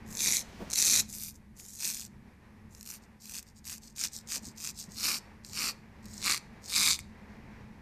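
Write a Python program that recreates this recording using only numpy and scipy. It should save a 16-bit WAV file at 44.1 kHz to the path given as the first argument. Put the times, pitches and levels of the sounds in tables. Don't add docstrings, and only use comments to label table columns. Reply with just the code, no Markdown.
import sys
import numpy as np
from scipy import signal
from scipy.fft import rfft, irfft
from scipy.io import wavfile
from scipy.ndimage import uniform_filter1d, map_coordinates

SR = 44100
rng = np.random.default_rng(int(sys.argv[2]) if len(sys.argv) > 2 else 0)


def digitize_waveform(pressure):
    field = np.atleast_2d(pressure).T
    bounded = np.clip(field, -1, 1)
    quanta = np.round(bounded * 32767).astype(np.int16)
    wavfile.write(sys.argv[1], SR, quanta)


N = 344421
T = np.arange(N) / SR

# freq_hz, gain_db
CHIN_EQ = [(300, -16.5), (700, -29.5), (1200, -25), (1800, -17), (2400, -6.5), (2950, -20), (3900, -0.5),
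           (4900, -6), (6200, 4.5), (8000, -3.5), (9000, -7.5), (12500, -9.5), (15500, -25.5)]
CHEEK_EQ = [(300, -13), (650, -24.5), (1100, -15), (2000, -14), (2500, -5), (3100, -14.5), (3700, -10),
            (4800, -3), (6200, -0.5), (8300, -4), (9000, -6), (10800, -13), (13000, -6.5), (15500, -21)]
LOWER_CHEEK_EQ = [(300, -12.5), (680, -22.5), (1200, -7), (1500, -15.5), (2000, -10.5), (2450, -3.5),
                  (3200, -13.5), (3700, -7), (4700, 4.5), (6200, -2), (8000, -4), (11000, -13.5),
                  (12700, -7), (15500, -25)]
JAW_EQ = [(300, -11), (680, -23.5), (1150, -5), (1450, -12.5), (1900, -6), (2350, 1.5), (3050, -15),
          (3700, -5), (4700, -2.5), (5500, -8), (7800, -7), (11000, -10), (12700, -10), (15500, -25)]
# start_s, attack_s, hold_s, release_s, scrape_db, release_fall_db, body_db, fizz_db, place
CUTTING_STROKES = [ (0.166, 0.067, 0.13, 0.057, -27, 16, -12.5, -8.5, "chin"),
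                   (0.724, 0.08, 0.2, 0.0066, -26.5, 3, -14, -8.5, "chin"),
                   (1.126, 0.033, .12, 0.037, -45, 10, -16, 0, "cheek"),
                   (1.775, 0.088, .015, 0.19, -34, 19, -12.5, -5.5, "cheek"),
                   (2.836, .065, .045, 0.034, -47.5, 15, -9.5, -1.5, "cheek"),
                   (3.207, .16, 0.023, .012, -43.5, 8, -12.5, -6, "cheek"),
                   (3.643, 0.028, 0.054, .05, -41.5, 11, -11, -6.5, "cheek"),
                   (3.965, .078, .012, .028, -31.5, 18, -10.5, -10.5, "cheek"),
                   (4.272, 0.046, .04, 0.026, -34.5, 13.5, -12.5, -10.5, "cheek"),
                   (4.561, 0.13, 0.0075, .014, -38, 10, -13.5, -9, "cheek"),
                   (4.955, 0.13, 0.026, 0.073, -31.5, 11, -8, -8, "lower cheek"),
                   (5.521, .075, 0.079, .045, -34.5, 11, -5.5, -9.5, "lower cheek"),
                   (6.207, .07, 0.036, .066, -29.5, 13, -3.5, -11, "jaw"),
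                   (6.684, .15, 0.071, 0.064, -24.5, 21, -9.5, -11, "jaw"), ]

LOW_HZ, MID_HZ, BODY_HZ = (30, 300), (400, 900), (800, 2800)
SCRAPE_HZ, FIZZ_HZ, BRIGHT_HZ = (3200, 9000), (9000, 15000), (3200, 15000)


def undb(db):
    return 10 ** (np.asarray(db) / 20)


def unit(x):
    return x / np.sqrt(np.mean(x ** 2))


def noise():
    return rng.standard_normal(N)


def wander(rate_hz):
    hold = int(SR / rate_hz)
    steps = np.repeat(rng.standard_normal(N // hold + 1), hold)
    return 1.296 * uniform_filter1d(uniform_filter1d(steps, hold), hold)[:N]


def below(x, hz):
    return signal.sosfiltfilt(signal.butter(6, hz, fs=SR, output="sos"), x)


def equalise(x, curve, band_hz, size=2048):
    hz, db = np.transpose(curve)
    freqs = np.arange(size // 2 + 1) * SR / size
    gain = undb(np.interp(np.log(freqs + 1), np.log(hz), db))
    gain /= np.sqrt(np.mean(gain ** 2 * ((freqs > band_hz[0]) & (freqs < band_hz[1]))))
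    cepstrum = irfft(np.log(gain))
    cepstrum[1:size // 2] *= 2
    cepstrum[size // 2 + 1:] = 0
    return signal.oaconvolve(x, irfft(np.exp(rfft(cepstrum))))[:N]


def ventilation(rumble_trim_db, rush_trim_db, hiss_db, waver_hz):
    # time_s, rumble_db, rush_db
    air_levels = [(0, -50, -60.5), (0.95, -51, -59), (1.08, -50, -71), (1.8, -57.5, -71),
                  (2.45, -52.5, -69), (2.85, -56.5, -70.5), (3.85, -54, -71.5), (4.3, -55.5, -67),
                  (6.3, -52, -63), (7.81, -47.5, -62)]
    # freq_hz, gain_db
    rumble_eq = [(20, -8.5), (50, 1), (80, 2), (110, -1), (150, -3), (180, -4.5), (215, 4), (260, -9.5),
                 (340, -15.5), (600, -33), (2000, -61)]
    rush_eq = [(200, -1), (430, 4), (640, -2), (900, 2.5), (1350, -5.5), (1850, 0), (2400, -4.5),
               (3100, -15), (5500, -18), (10000, -34.5), (13800, -34.5), (15000, -42.5)]
    hiss_eq = [(300, -2.5), (900, -1), (1400, -4), (2400, -5), (3000, -6), (6000, -10), (9000, -19.5),
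               (14000, -23.5), (15500, -30)]
    # pitch_hz, level_db
    hum_tones = [(200, -66.5), (220, -64)]
    times, *levels = np.transpose(air_levels)
    rumble_db, rush_db = (np.interp(T, times, level) for level in levels)
    rumble = undb(rumble_db + rumble_trim_db + 1.7 * wander(10)) * equalise(noise(), rumble_eq, LOW_HZ)
    rush = undb(rush_db + rush_trim_db + 2 * wander(17)) * equalise(noise(), rush_eq, MID_HZ)
    hiss_swell = np.minimum(T / .86 + .12, 1) * (T < 1.03)
    hiss = undb(hiss_db) * hiss_swell * equalise(noise(), hiss_eq, MID_HZ)
    hum = 0
    for pitch_hz, level_db in hum_tones:
        gain = undb(level_db + 2.5 * wander(4.3))
        hum += gain * np.sin(2 * np.pi * np.cumsum(pitch_hz + waver_hz * wander(14)) / SR)
    dip = undb(-13.5 * np.exp(-.5 * ((T - .76) / .009) ** 2))
    return (rumble + rush + hiss + hum) * dip


def microphone_hiss(level_db):
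    return undb(level_db) * below(noise(), 13800)


def ticks(rate_hz, uneven, scatter_db, snap_s, count=12000, size=128):
    gap, strength = rng.standard_normal((count, 2)).T
    travel = np.cumsum(rate_hz * np.ones(N)) / SR
    onsets = np.searchsorted(travel, np.cumsum(np.exp(uneven * gap)))
    age = np.arange(1, size + 1) / (snap_s * SR)
    bursts = rng.standard_normal((count, size)) * np.sqrt(age) * np.exp(-age)
    bursts *= (undb(scatter_db * np.tanh(strength)) / np.linalg.norm(bursts, axis=1))[:, None]
    heard = onsets < N
    samples = onsets[heard, None] + np.arange(size)
    force = np.bincount(samples.ravel(), bursts[heard].ravel(), N)[:N]
    return unit(force / np.sqrt(rate_hz))


def pressure(start, attack, hold, release, fall_db):
    land_db_per_s, lift_db_per_s = 1500.5, 1200.5
    end = start + attack + hold + release
    span = slice(*np.searchsorted(T, [start - .1, end + .1]))
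    t = T[span]
    attack_db = 19 * np.clip(1 - (t - start) / attack, 0, 1) ** 1.9
    ease_db = fall_db * np.clip(1 - (end - t) / release, 0, 1) ** 1.4
    off_skin_db = land_db_per_s * np.maximum(start - t, 0) + lift_db_per_s * np.maximum(t - end, 0)
    return span, undb(-attack_db - ease_db - off_skin_db)


def lather_slides(bubbles_db):
    # start_s, attack_s, hold_s, release_s, level_db
    slides = [ (0.063, 0.096, .01, .02, -46.5), (1.08, 0.021, 0.044, .03, -46.5),
              (1.333, .018, 0.0047, 0.032, -61), (1.556, 0.053, .17, 0.033, -51),
              (2.696, .04, .08, .02, -60), (3.013, 0.019, .005, 0.026, -64),
              (3.196, 0.032, 0.022, 0.019, -57.5), (3.453, 0.024, 0.0046, .04, -61),
              (3.548, 0.026, 0.0056, 0.031, -60.5), (3.809, 0.03, 0.019, 0.069, -53),
              (4.118, 0.033, 0.0049, .06, -41), (4.417, 0.048, 0.012, 0.047, -47),
              (4.747, 0.044, 0.023, 0.057, -43), (4.888, 0.037, 0.05, .03, -53),
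              (5.435, 0.031, 0.067, .02, -52.5), (6.03, 0.16, 0.032, 0.018, -48.5),
              (6.617, 0.051, 0.022, .02, -49.5), (6.984, 0.017, 0.0034, .01, -49.5), ]
    # freq_hz, gain_db
    thick_eq = [(800, -30.5), (3300, -19.5), (4900, -10.5), (5800, -6), (7000, -1.5), (8300, -9),
                (11000, -11), (13000, -11), (15500, -25.5)]
    slide_eq = [(800, -32), (2300, -18.5), (3200, -13.5), (4600, 1), (5600, 1), (6800, 1.5), (8400, -1),
                (9500, -8.5), (11000, -20.5), (13000, -6), (15500, -27)]
    bubbles = ticks(300, uneven=.8, scatter_db=6, snap_s=.00015)
    gain = np.zeros(N)
    for *timing, level_db in slides:
        span, press = pressure(*timing, fall_db=19)
        gain[span] += undb(level_db) * press
    foam = unit(noise() + undb(bubbles_db) * bubbles) * gain
    thick = T < 2.95
    return equalise(foam * thick, thick_eq, BRIGHT_HZ) + equalise(foam * ~thick, slide_eq, BRIGHT_HZ)


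def hand_bumps():
    # centre_s, level_db, width_s, rustle_db
    bumps = [(0.111, -44, 0.02, -33), (0.283, -43.5, 0.0064, -5), (0.621, -47, 0.019, 0),
             (0.68, -45, 0.0069, -11), (3.077, -54, 0.012, -37), (4.374, -50, .014, -7),
             (4.433, -48, 0.0088, -39), (4.477, -42, 0.0084, -33), (4.891, -44, 0.0087, -24)]
    # freq_hz, gain_db
    thud_eq = [(40, -9), (135, -7), (210, 8), (290, -10.5), (600, -39), (2000, -52.5)]
    rustle_eq = [(150, -7), (330, -0.5), (900, -9), (1400, -19), (3000, -27), (9000, -37)]
    thud, rustle = np.zeros((2, N))
    for centre_s, level_db, width_s, rustle_db in bumps:
        swell = undb(level_db) * np.exp(-.5 * ((T - centre_s) / width_s) ** 2)
        thud += swell
        rustle += swell * undb(rustle_db)
    return thud * equalise(noise(), thud_eq, LOW_HZ) + rustle * equalise(noise(), rustle_eq, MID_HZ)


def lone_snaps(trim_db, snap_s, tail_db, tail_s, size=600):
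    # start_s, level_db
    accents = [(0.1516, -16), (0.1715, -11), (0.7018, -15.5), (0.7098, -14), (0.7172, -13), (0.7309, -5.5),
               (0.7354, -3), (0.7577, -4), (0.818, -2), (0.8245, 1), (0.8507, -9), (0.9615, 1.5),
               (1.138, -20.5), (1.5983, -22.5), (2.7492, -27), (2.81, -24), (2.829, -21.5), (2.8627, -22),
               (2.8746, -22), (2.904, -18), (3.2956, -19), (3.4277, -23), (3.7806, -23.5), (3.9634, -25),
               (4.049, -17), (4.577, -26), (5.448, -21), (5.533, -17), (6.0562, -24), (6.2647, -10),
               (6.345, -8), (6.3767, -14), (6.9134, -13), (6.9905, -15)]
    t, force = np.arange(size) / SR, np.zeros(N)
    decay = np.exp(-t / snap_s) + undb(tail_db) * np.exp(-t / tail_s)
    for start_s, level_db in accents:
        burst = rng.standard_normal(size) * decay
        onset = int(start_s * SR)
        force[onset:onset + size] += undb(level_db + trim_db) * burst / np.linalg.norm(burst)
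    arrivals_s = [min(start for start, *_, where in CUTTING_STROKES if where == place)
                  for place in ("cheek", "lower cheek", "jaw")]
    place_index = np.searchsorted(arrivals_s, T)
    curves = CHIN_EQ, CHEEK_EQ, LOWER_CHEEK_EQ, JAW_EQ
    return sum(equalise(force * (place_index == k), eq, BRIGHT_HZ) for k, eq in enumerate(curves))


def stroke_envelopes(place):
    scrape, body, fizz = np.zeros((3, N))
    drag = undb(1.36 * wander(44.84))
    for *timing, scrape_db, fall_db, body_db, fizz_db, where in CUTTING_STROKES:
        if where == place:
            span, press = pressure(*timing, fall_db)
            scrape[span] += undb(scrape_db) * press
            body[span] += undb(scrape_db + body_db) * press ** 1.4
            fizz[span] += undb(scrape_db + fizz_db) * press ** 1.1
    return scrape * drag, body * drag, fizz * drag


def cutting(place, eq, base_rate_hz, scatter_db, fine_db, hiss_db):
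    scrape_gain, body_gain, fizz_gain = stroke_envelopes(place)
    speed = np.clip((scrape_gain / undb(-35)) ** .3, .55, 1.5)
    stubble = ticks(base_rate_hz * speed, uneven=.38, scatter_db=scatter_db, snap_s=.00028)
    fine_hairs = undb(fine_db) * ticks(1000, uneven=.6, scatter_db=4, snap_s=.0003)
    texture = fine_hairs + undb(hiss_db) * noise()
    body = equalise(unit(stubble + undb(-1.5) * texture) * body_gain, eq, BODY_HZ)
    scrape = equalise(unit(stubble + texture) * scrape_gain, eq, SCRAPE_HZ)
    fizz = equalise(unit(stubble + undb(5) * texture) * fizz_gain, eq, FIZZ_HZ)
    sound = below(body - scrape, 3000) + below(scrape - fizz, 9000) + fizz
    return sound - below(sound, 140)


def hand_reflections(x, lag_s, travel, echo_db):
    combed = x
    for path_s in (lag_s, 2 * lag_s):
        delay_s = path_s * np.exp(travel * wander(3))
        combed = combed + undb(echo_db) * map_coordinates(x, [(T - delay_s) * SR], order=3)
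    return combed / np.sqrt(1 + 2 * undb(echo_db) ** 2)


def shop_reverb(x, t60_s, wet_db, damp_hz):
    t = T[:SR // 2]
    tail = rng.standard_normal(len(t)) * np.exp(-np.log(1000) * t / t60_s) * np.minimum(t / .006, 1)
    tail = signal.lfilter([1], [1, -np.exp(-2 * np.pi * damp_hz / SR)], tail)
    return x + undb(wet_db) * signal.oaconvolve(x, tail / np.linalg.norm(tail))[:N]


def scene():
    razor = cutting("chin", CHIN_EQ, base_rate_hz=200, scatter_db=6, fine_db=-5, hiss_db=-7)
    razor += cutting("cheek", CHEEK_EQ, base_rate_hz=190, scatter_db=4.5, fine_db=-4.5, hiss_db=-5.5)
    razor += cutting("lower cheek", LOWER_CHEEK_EQ,
                     base_rate_hz=220, scatter_db=1.5, fine_db=-2, hiss_db=-2.5)
    razor += cutting("jaw", JAW_EQ, base_rate_hz=175, scatter_db=2.5, fine_db=-5.5, hiss_db=-5.5)
    razor += lone_snaps(trim_db=-1, snap_s=.00059, tail_db=-11, tail_s=.0033)
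    razor += lather_slides(bubbles_db=1.5)
    razor = hand_reflections(razor, lag_s=.0006995, travel=.18, echo_db=-14)
    razor = shop_reverb(razor, t60_s=.35, wet_db=-23, damp_hz=3000)
    bed = ventilation(rumble_trim_db=-1, rush_trim_db=-.5, hiss_db=-62, waver_hz=3)
    bed += microphone_hiss(level_db=-76.5)
    return (razor + hand_bumps() + bed)[None]


def record(dry):
    ceiling, top_hz = .62, 15250
    rounded = ceiling * np.tanh(dry / ceiling)
    return signal.sosfilt(signal.ellip(10, .2, 80, top_hz, fs=SR, output="sos"), rounded)


dry = scene()
out = record(dry)
digitize_waveform(out)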